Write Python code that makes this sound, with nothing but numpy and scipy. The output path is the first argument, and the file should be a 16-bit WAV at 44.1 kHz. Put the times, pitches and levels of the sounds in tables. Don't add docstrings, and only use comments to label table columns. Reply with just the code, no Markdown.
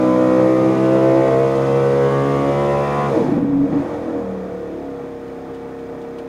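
import sys
import numpy as np
from scipy import signal
from scipy.fft import rfft, irfft, next_fast_len
from scipy.io import wavfile

SR = 44100
rng = np.random.default_rng(int(sys.argv[2]) if len(sys.argv) > 2 else 0)


def wrap_up_sound(samples):
    columns = np.atleast_2d(samples).T
    tamed = np.clip(columns, -1, 1)
    steps = np.round(tamed * 32767).astype(np.int16)
    wavfile.write(sys.argv[1], SR, steps)


N = 277029
TIME = np.arange(N) / SR
SIZE = next_fast_len(N)
BINS = np.fft.rfftfreq(SIZE, 1 / SR)
LIFT_S, CATCH_S, CHANGE_S = 3.07, 3.76, 0.091

# speed/Hz (four-stroke cycles a second, half the crank speed)
OPERATING_POINTS = [33, 40, 64, 71]
# order, then level/dB at each operating point
ORDER_LEVELS = [(1.0, -56.5, -57, -51, -38.5), (2.0, -45.5, -45, -26.0, -27.5),
                (3.0, -48.5, -43, -42.5, -24), (4.0, -45.5, -64, -28, -37.5),
                (5.0, -42.5, -42.5, -24.5, -36), (6.0, -53.5, -46.5, -27.5, -17),
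                (7.0, -57, -33.5, -24, -19), (8.0, -34.0, -44.5, -12.5, -21),
                (9.0, -47, -50.5, -15.5, -31.5), (10.0, -46.5, -42.5, -19, -27.5),
                (11.0, -42, -32.5, -36, -32.5), (12.0, -37.5, -29.5, -36, -47),
                (13.0, -35, -31.5, -36, -37), (14.0, -32.5, -30, -43, -32),
                (15.0, -39.5, -42, -38.5, -27.5), (16.0, -43, -38.5, -27.5, -31),
                (17.0, -44.5, -53, -37, -35), (18.0, -35, -39.5, -39, -40), (19.0, -44, -51, -36, -40.5)]
def exhaust_note(speed, cycles, cell, flutter=0.17, flutter_hz=20, ripple_db=3, twist_rad=1.12):
    out, loaded = np.zeros(N), window(-1, LIFT_S + CHANGE_S, CHANGE_S)
    firing_db = engine_levels(speed)[0] - 4 * coasting()
    for order, (_, *point_db) in enumerate(ORDER_LEVELS, 1):
        hz = order * speed
        db = firing_db + np.interp(speed, OPERATING_POINTS, point_db) + np.interp(hz, BINS, cell)
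        ripple = ripple_db * np.minimum(wander(hz / 9), 1)
        db = on_song(order, db + loaded * ripple, loaded)
        strength = 1 + flutter * wander(TIME * flutter_hz)
        lag = flutter * wander(TIME * flutter_hz) + twist_rad * wander(hz / 24)
        out += amp(db) * strength * np.cos(2 * np.pi * (order * cycles + rng.random()) + lag)
    return out

# t/s, length/s, order, level/dB
PIPE_SONGS = [(-0.1, 0.49, 4, -19), (-0.1, 1.17, 3, -23.5), (-0.1, 1.34, 5, -14.5),
              (-0.02, 0.21, 16, -23.5), (0.853, 0.45, 8, -14.5), (0.88, 0.6, 10, -19),
              (1.212, 0.9, 7, -14.8), (1.94, 0.53, 16, -27.5), (2.05, 0.41, 17, -29.5),
              (2.127, 0.41, 4, -20), (2.394, 0.47, 8, -18.5), (2.495, 0.62, 14, -26),
              (2.852, 0.29, 17, -32.5)]
def on_song(order, db, loaded, off_song_db=-2.5, swell_s=0.12, drop_s=0.051):
    songs = [(start, length, peak_db) for start, length, k, peak_db in PIPE_SONGS if round(k) == order]
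    if songs:
        db = db + loaded * off_song_db
    for start, length, peak_db in songs:
        singing = np.clip(np.minimum((TIME - start) / swell_s, (start + length - TIME) / drop_s), 0, 1)
        db = db + singing * (peak_db - db)
    return db

# t/s, speed/Hz
RUN_DOWN = [(3.16, 65.7), (3.32, 47.2), (3.45, 36.2), (3.61, 37.5), (3.81, 44), (3.94, 42.8), (4.23, 38.75),
            (4.95, 34.3), (5.3, 33.3)]
def engine_speed(start_hz=62.72, climb_hz_per_s=3.04):
    pull = [(0, start_hz), (LIFT_S, start_hz + climb_hz_per_s * LIFT_S)]
    return curves(pull + list(RUN_DOWN))[0]

def crank_cycles(speed, shake=0.00197, shake_hz=40, stumble_share=0.035, steady_s=0.45):
    age = np.maximum(TIME - LIFT_S, 0)
    stumble = stumble_share * np.minimum(age / CHANGE_S, 1) * np.exp(-age / steady_s)
    return np.cumsum(speed * (1 + (shake + stumble) * wander(TIME * shake_hz))) / SR

def coasting():
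    return window(LIFT_S, CATCH_S + CHANGE_S, CHANGE_S)

# speed/Hz, then level/dB of firing, roar, rasp and hiss
LEVELS_BY_SPEED = [(33.3, -3.5, -39.5, -49, -61.5), (37.7, 1.5, -33.5, -48, -60), (45.2, 2, -30, -43, -54),
                   (64.8, 1.5, -28, -41.5, -47.5), (71, 1.26, -29.5, -40, -47.5)]
def engine_levels(speed):
    speeds, *columns = np.transpose(LEVELS_BY_SPEED)
    return [np.interp(speed, speeds, column) for column in columns]

# f/Hz, width/Hz, level/dB
STANDING_WAVES = [(123, 6.3, -9.5), (137.8, 5.1, 2.5), (190, 14.6, 14.5), (234.4, 6.7, 15.5),
                  (246.5, 13.2, 13.5), (251.7, 6.3, -6), (277.6, 5.1, 9.5), (308, 7.2, -8),
                  (322.4, 23.5, 18), (353.7, 9.3, 14), (394, 5.5, 3), (406.4, 6.8, -14), (431.8, 24.5, -14),
                  (480.2, 42.7, 15), (490.7, 35.2, -13.0), (521, 7.3, -9), (524.8, 7.6, 13.5),
                  (528.8, 15, -12), (584.2, 18.2, -15.5), (674, 22, 7.5), (680.5, 15, -17.5),
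                  (859, 15, 7.5), (992, 18, 3.5), (1041, 53, -8.5)]
def standing_waves_db(hz):
    return sum(db / (1 + (2 * (hz - centre) / width) ** 2) for centre, width, db in STANDING_WAVES)

# f/Hz, level/dB at idle, level/dB at top revs
HIGH_ORDER_LEVELS = [(670, -55, -38), (688, -45, -35), (787, -53.5, -32), (1000, -60, -30.5),
                     (1390, -63.5, -39), (1624, -69, -45), (2050, -72, -45.5), (2600, -69, -53),
                     (3360, -78, -62)]
def high_orders(speed, cycles, rough=0.36, rough_hz=45, ripple_db=7, spacing_hz=20, choke_db=-12):
    out = np.zeros(N)
    revs = np.interp(speed, [OPERATING_POINTS[0], OPERATING_POINTS[-1]], [0, 1])
    for order in range(len(ORDER_LEVELS) + 1, 52):
        hz = order * speed
        idle_db, top_db = spectra(HIGH_ORDER_LEVELS, hz)
        ripple = ripple_db * np.minimum(wander(hz / spacing_hz), 1)
        db = idle_db + revs * (top_db - idle_db) + ripple - 1
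        strength = 1 + rough * wander(TIME * rough_hz)
        phase = 2 * np.pi * (order * cycles + rng.random()) + wander(hz / spacing_hz)
        out += amp(db) * strength * np.cos(phase)
    return amp(choke_db * coasting()) * out

# f/Hz, level/dB
GAS_ROAR = [(20, -28.5), (50, -21.5), (85, -10), (130, -0.5), (200, -7.5), (330, -6.5), (500, 2.5),
            (800, -8), (1150, -11.5), (1800, -25), (3000, -64.5), (6000, -87.5)]
METAL_RASP = [(200, -66.5), (500, -24.5), (900, 0), (1350, -4.5), (1750, -1), (2400, -2.5), (3000, -11),
              (4500, -28), (9000, -83)]
INTAKE_HISS = [(400, -57), (1650, -19.5), (2800, -11), (3280, -9), (3620, -3), (4210, -8.5), (4960, -7.5),
               (5500, -10), (6710, -9.5), (7630, -14.5), (9320, -17), (12200, -23.5), (15500, -32.5)]
def gas_and_gear(speed, cycles, cell, puff=0.18, lope=0.048, metal_db=3.1, gust_db=2, gust_hz=20):
    angle = 2 * np.pi * cycles
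    uneven = np.cos(angle) + np.sin(2 * angle) + np.cos(3 * angle) + np.sin(4 * angle)
    pulse = (1 + puff * np.cos(8 * angle)) * (1 + lope * uneven)
    _, roar_db, rasp_db, hiss_db = engine_levels(speed)
    metal = metal_db * np.clip(wander(BINS / 70), -1, 1)
    gusts = amp(gust_db * wander(TIME * gust_hz))
    surges = surges_db()
    roar = amp(roar_db + surges) * noise(GAS_ROAR, pulse * gusts, 0.6 * cell)
    rasp = amp(rasp_db - 1.5 + 0.55 * surges) * noise(METAL_RASP, pulse, metal)
    hiss = amp(hiss_db + 0.48) * noise(INTAKE_HISS, pulse, metal)
    return roar + rasp + hiss

# t/s, rise/dB, decay/s
ROAR_SURGES = [(0.41, 4, 0.06), (0.76, 3.5, 0.07), (0.97, 3.5, 0.03), (1.28, 7, 0.041), (3.145, 7.5, 0.49),
               (3.73, 3.5, 0.06)]
def surges_db(rise_s=0.039):
    return sum(db * np.clip(1 + (TIME - t) / rise_s, 0, 1) * np.exp(-np.maximum(TIME - t, 0) / decay)
               for t, db, decay in ROAR_SURGES)

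# t/s, f/Hz, level/dB
HOWL_NOTE = [(3.24, 277, -14), (3.262, 279, -26), (3.338, 285, -21), (3.644, 279.3, -12),
             (3.688, 280.3, -30), (3.77, 282.6, -13.5), (3.86, 278, -31.5)]
# multiple of the note, level/dB
HOWL_PARTIALS = [(.125, -28), (.25, -27), (.5, -14), (1, 0)]
def pipe_howl(gain_db=-1, waver=0.28, waver_hz=60):
    hz, db = curves(HOWL_NOTE)
    unsteady = waver * np.minimum(amp(db.max() - db), 3) / 2
    turns = np.cumsum(hz) / SR + unsteady / 4 * wander(TIME * waver_hz)
    note = sum(amp(part_db) * np.sin(2 * np.pi * (k * turns + rng.random()))
               for k, part_db in HOWL_PARTIALS)
    tremble = 1 + unsteady * wander(TIME * waver_hz)
    return amp(db + gain_db) * unit(note) * tremble * during(HOWL_NOTE)

# t/s, level/dB
BURBLE_SWELLS = [(3.1, -24), (3.156, -35), (3.192, -21), (3.438, -20), (3.458, -26.5), (3.66, -29),
                 (3.734, -19), (3.92, -48)]
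# f/Hz, level/dB
BURBLE_SPECTRUM = [(20, -45), (60, -28), (100, -12), (150, 3), (250, 3.5), (340, -8), (500, -24),
                   (1500, -90.5)]
def fuel_burble(gain_db=-2, ragged=0.21, ragged_hz=50):
    lumps = np.exp(ragged * wander(TIME * ragged_hz))
    level = amp(curves(BURBLE_SWELLS)[0] + gain_db) * during(BURBLE_SWELLS)
    return level * noise(BURBLE_SPECTRUM, lumps)

# t/s, level/dB
AFTERFIRE_POPS = [(3.244, -8.5), (3.317, -5), (3.375, -7), (3.401, -17), (3.423, -12), (3.442, -6),
                  (3.708, -18), (3.734, -5.5)]
def afterfire(ring_hz=270, rise_s=0.0042, crack=0.21, gain_db=-7.5):
    out, grit = np.zeros(N), noise(GAS_ROAR)
    for start, db in AFTERFIRE_POPS:
        age = np.maximum(TIME - start, 0)
        burst = age / rise_s * np.exp(1 - np.minimum(age / rise_s, 20))
        ring = np.sin(2 * np.pi * ring_hz * rng.uniform(.88, 1.12) * age)
        out += amp(db + gain_db) * burst * (ring + crack * grit)
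    return out

# t/s, level/dB
KEYSTROKES = [(5.2793, -45), (5.5462, -41), (5.7893, -45), (6.0153, -42), (6.1848, -36.5)]
# f/Hz, level/dB
KEY_SPECTRUM = [(1200, -18), (3000, 8), (6000, -7), (9500, -11), (12000, -18), (16000, -25)]
def desk_keys(t60_s=0.1, gain_db=-9):
    level = sum((TIME > t) * amp(db + gain_db - 60 * np.minimum(abs(TIME - t) / t60_s, 2))
                for t, db in KEYSTROKES)
    return level * noise(KEY_SPECTRUM)

# f/Hz, level/dB
ROOM_TONE = [(20, 12), (70, 26), (110, 25), (200, 11), (1000, 10), (5000, 6), (10000, -0.5), (16000, 4)]
def room_tone(level_db=-63):
    return amp(level_db) * noise(ROOM_TONE)

def amp(db):
    return 10 ** (np.asarray(db) / 20)

def unit(x):
    return x / np.sqrt(np.mean(abs(x) ** 2) + 1e-20)

def curves(rows):
    times, *columns = np.transpose(rows)
    return [np.interp(TIME, times, column) for column in columns]

def spectra(rows, hz):
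    freqs, *columns = np.transpose(rows)
    return [np.interp(np.log(hz + 1), np.log(freqs), column) for column in columns]

def window(start, end, fade_s):
    return np.clip(np.minimum(TIME - start, end - TIME) / fade_s, 0, 1)

def during(rows):
    return window(rows[0][0], rows[-1][0], fade_s=0.021)

def noise(shape, gate=1, extra_db=0):
    white = rfft(gate * rng.standard_normal(N), SIZE)
    gain = amp(spectra(shape, BINS)[0] + extra_db)
    return unit(irfft(white * gain, SIZE)[:N])

def wander(position):
    return np.interp(position, np.arange(4096), rng.standard_normal(4096))

def scene():
    speed, cell = engine_speed(), standing_waves_db(BINS)
    cycles = crank_cycles(speed)
    firing = exhaust_note(speed, cycles, cell) + high_orders(speed, cycles)
    engine = firing + gas_and_gear(speed, cycles, cell)
    overrun = pipe_howl() + fuel_burble() + afterfire()
    return (engine + overrun + desk_keys() + room_tone())[None]

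def record(dry, edge_hz=15800):
    lowpass = signal.firwin(511, edge_hz, window=("kaiser", 9), fs=SR)
    return signal.oaconvolve(dry, lowpass[None], "same")

dry = scene()
out = record(dry)
wrap_up_sound(out)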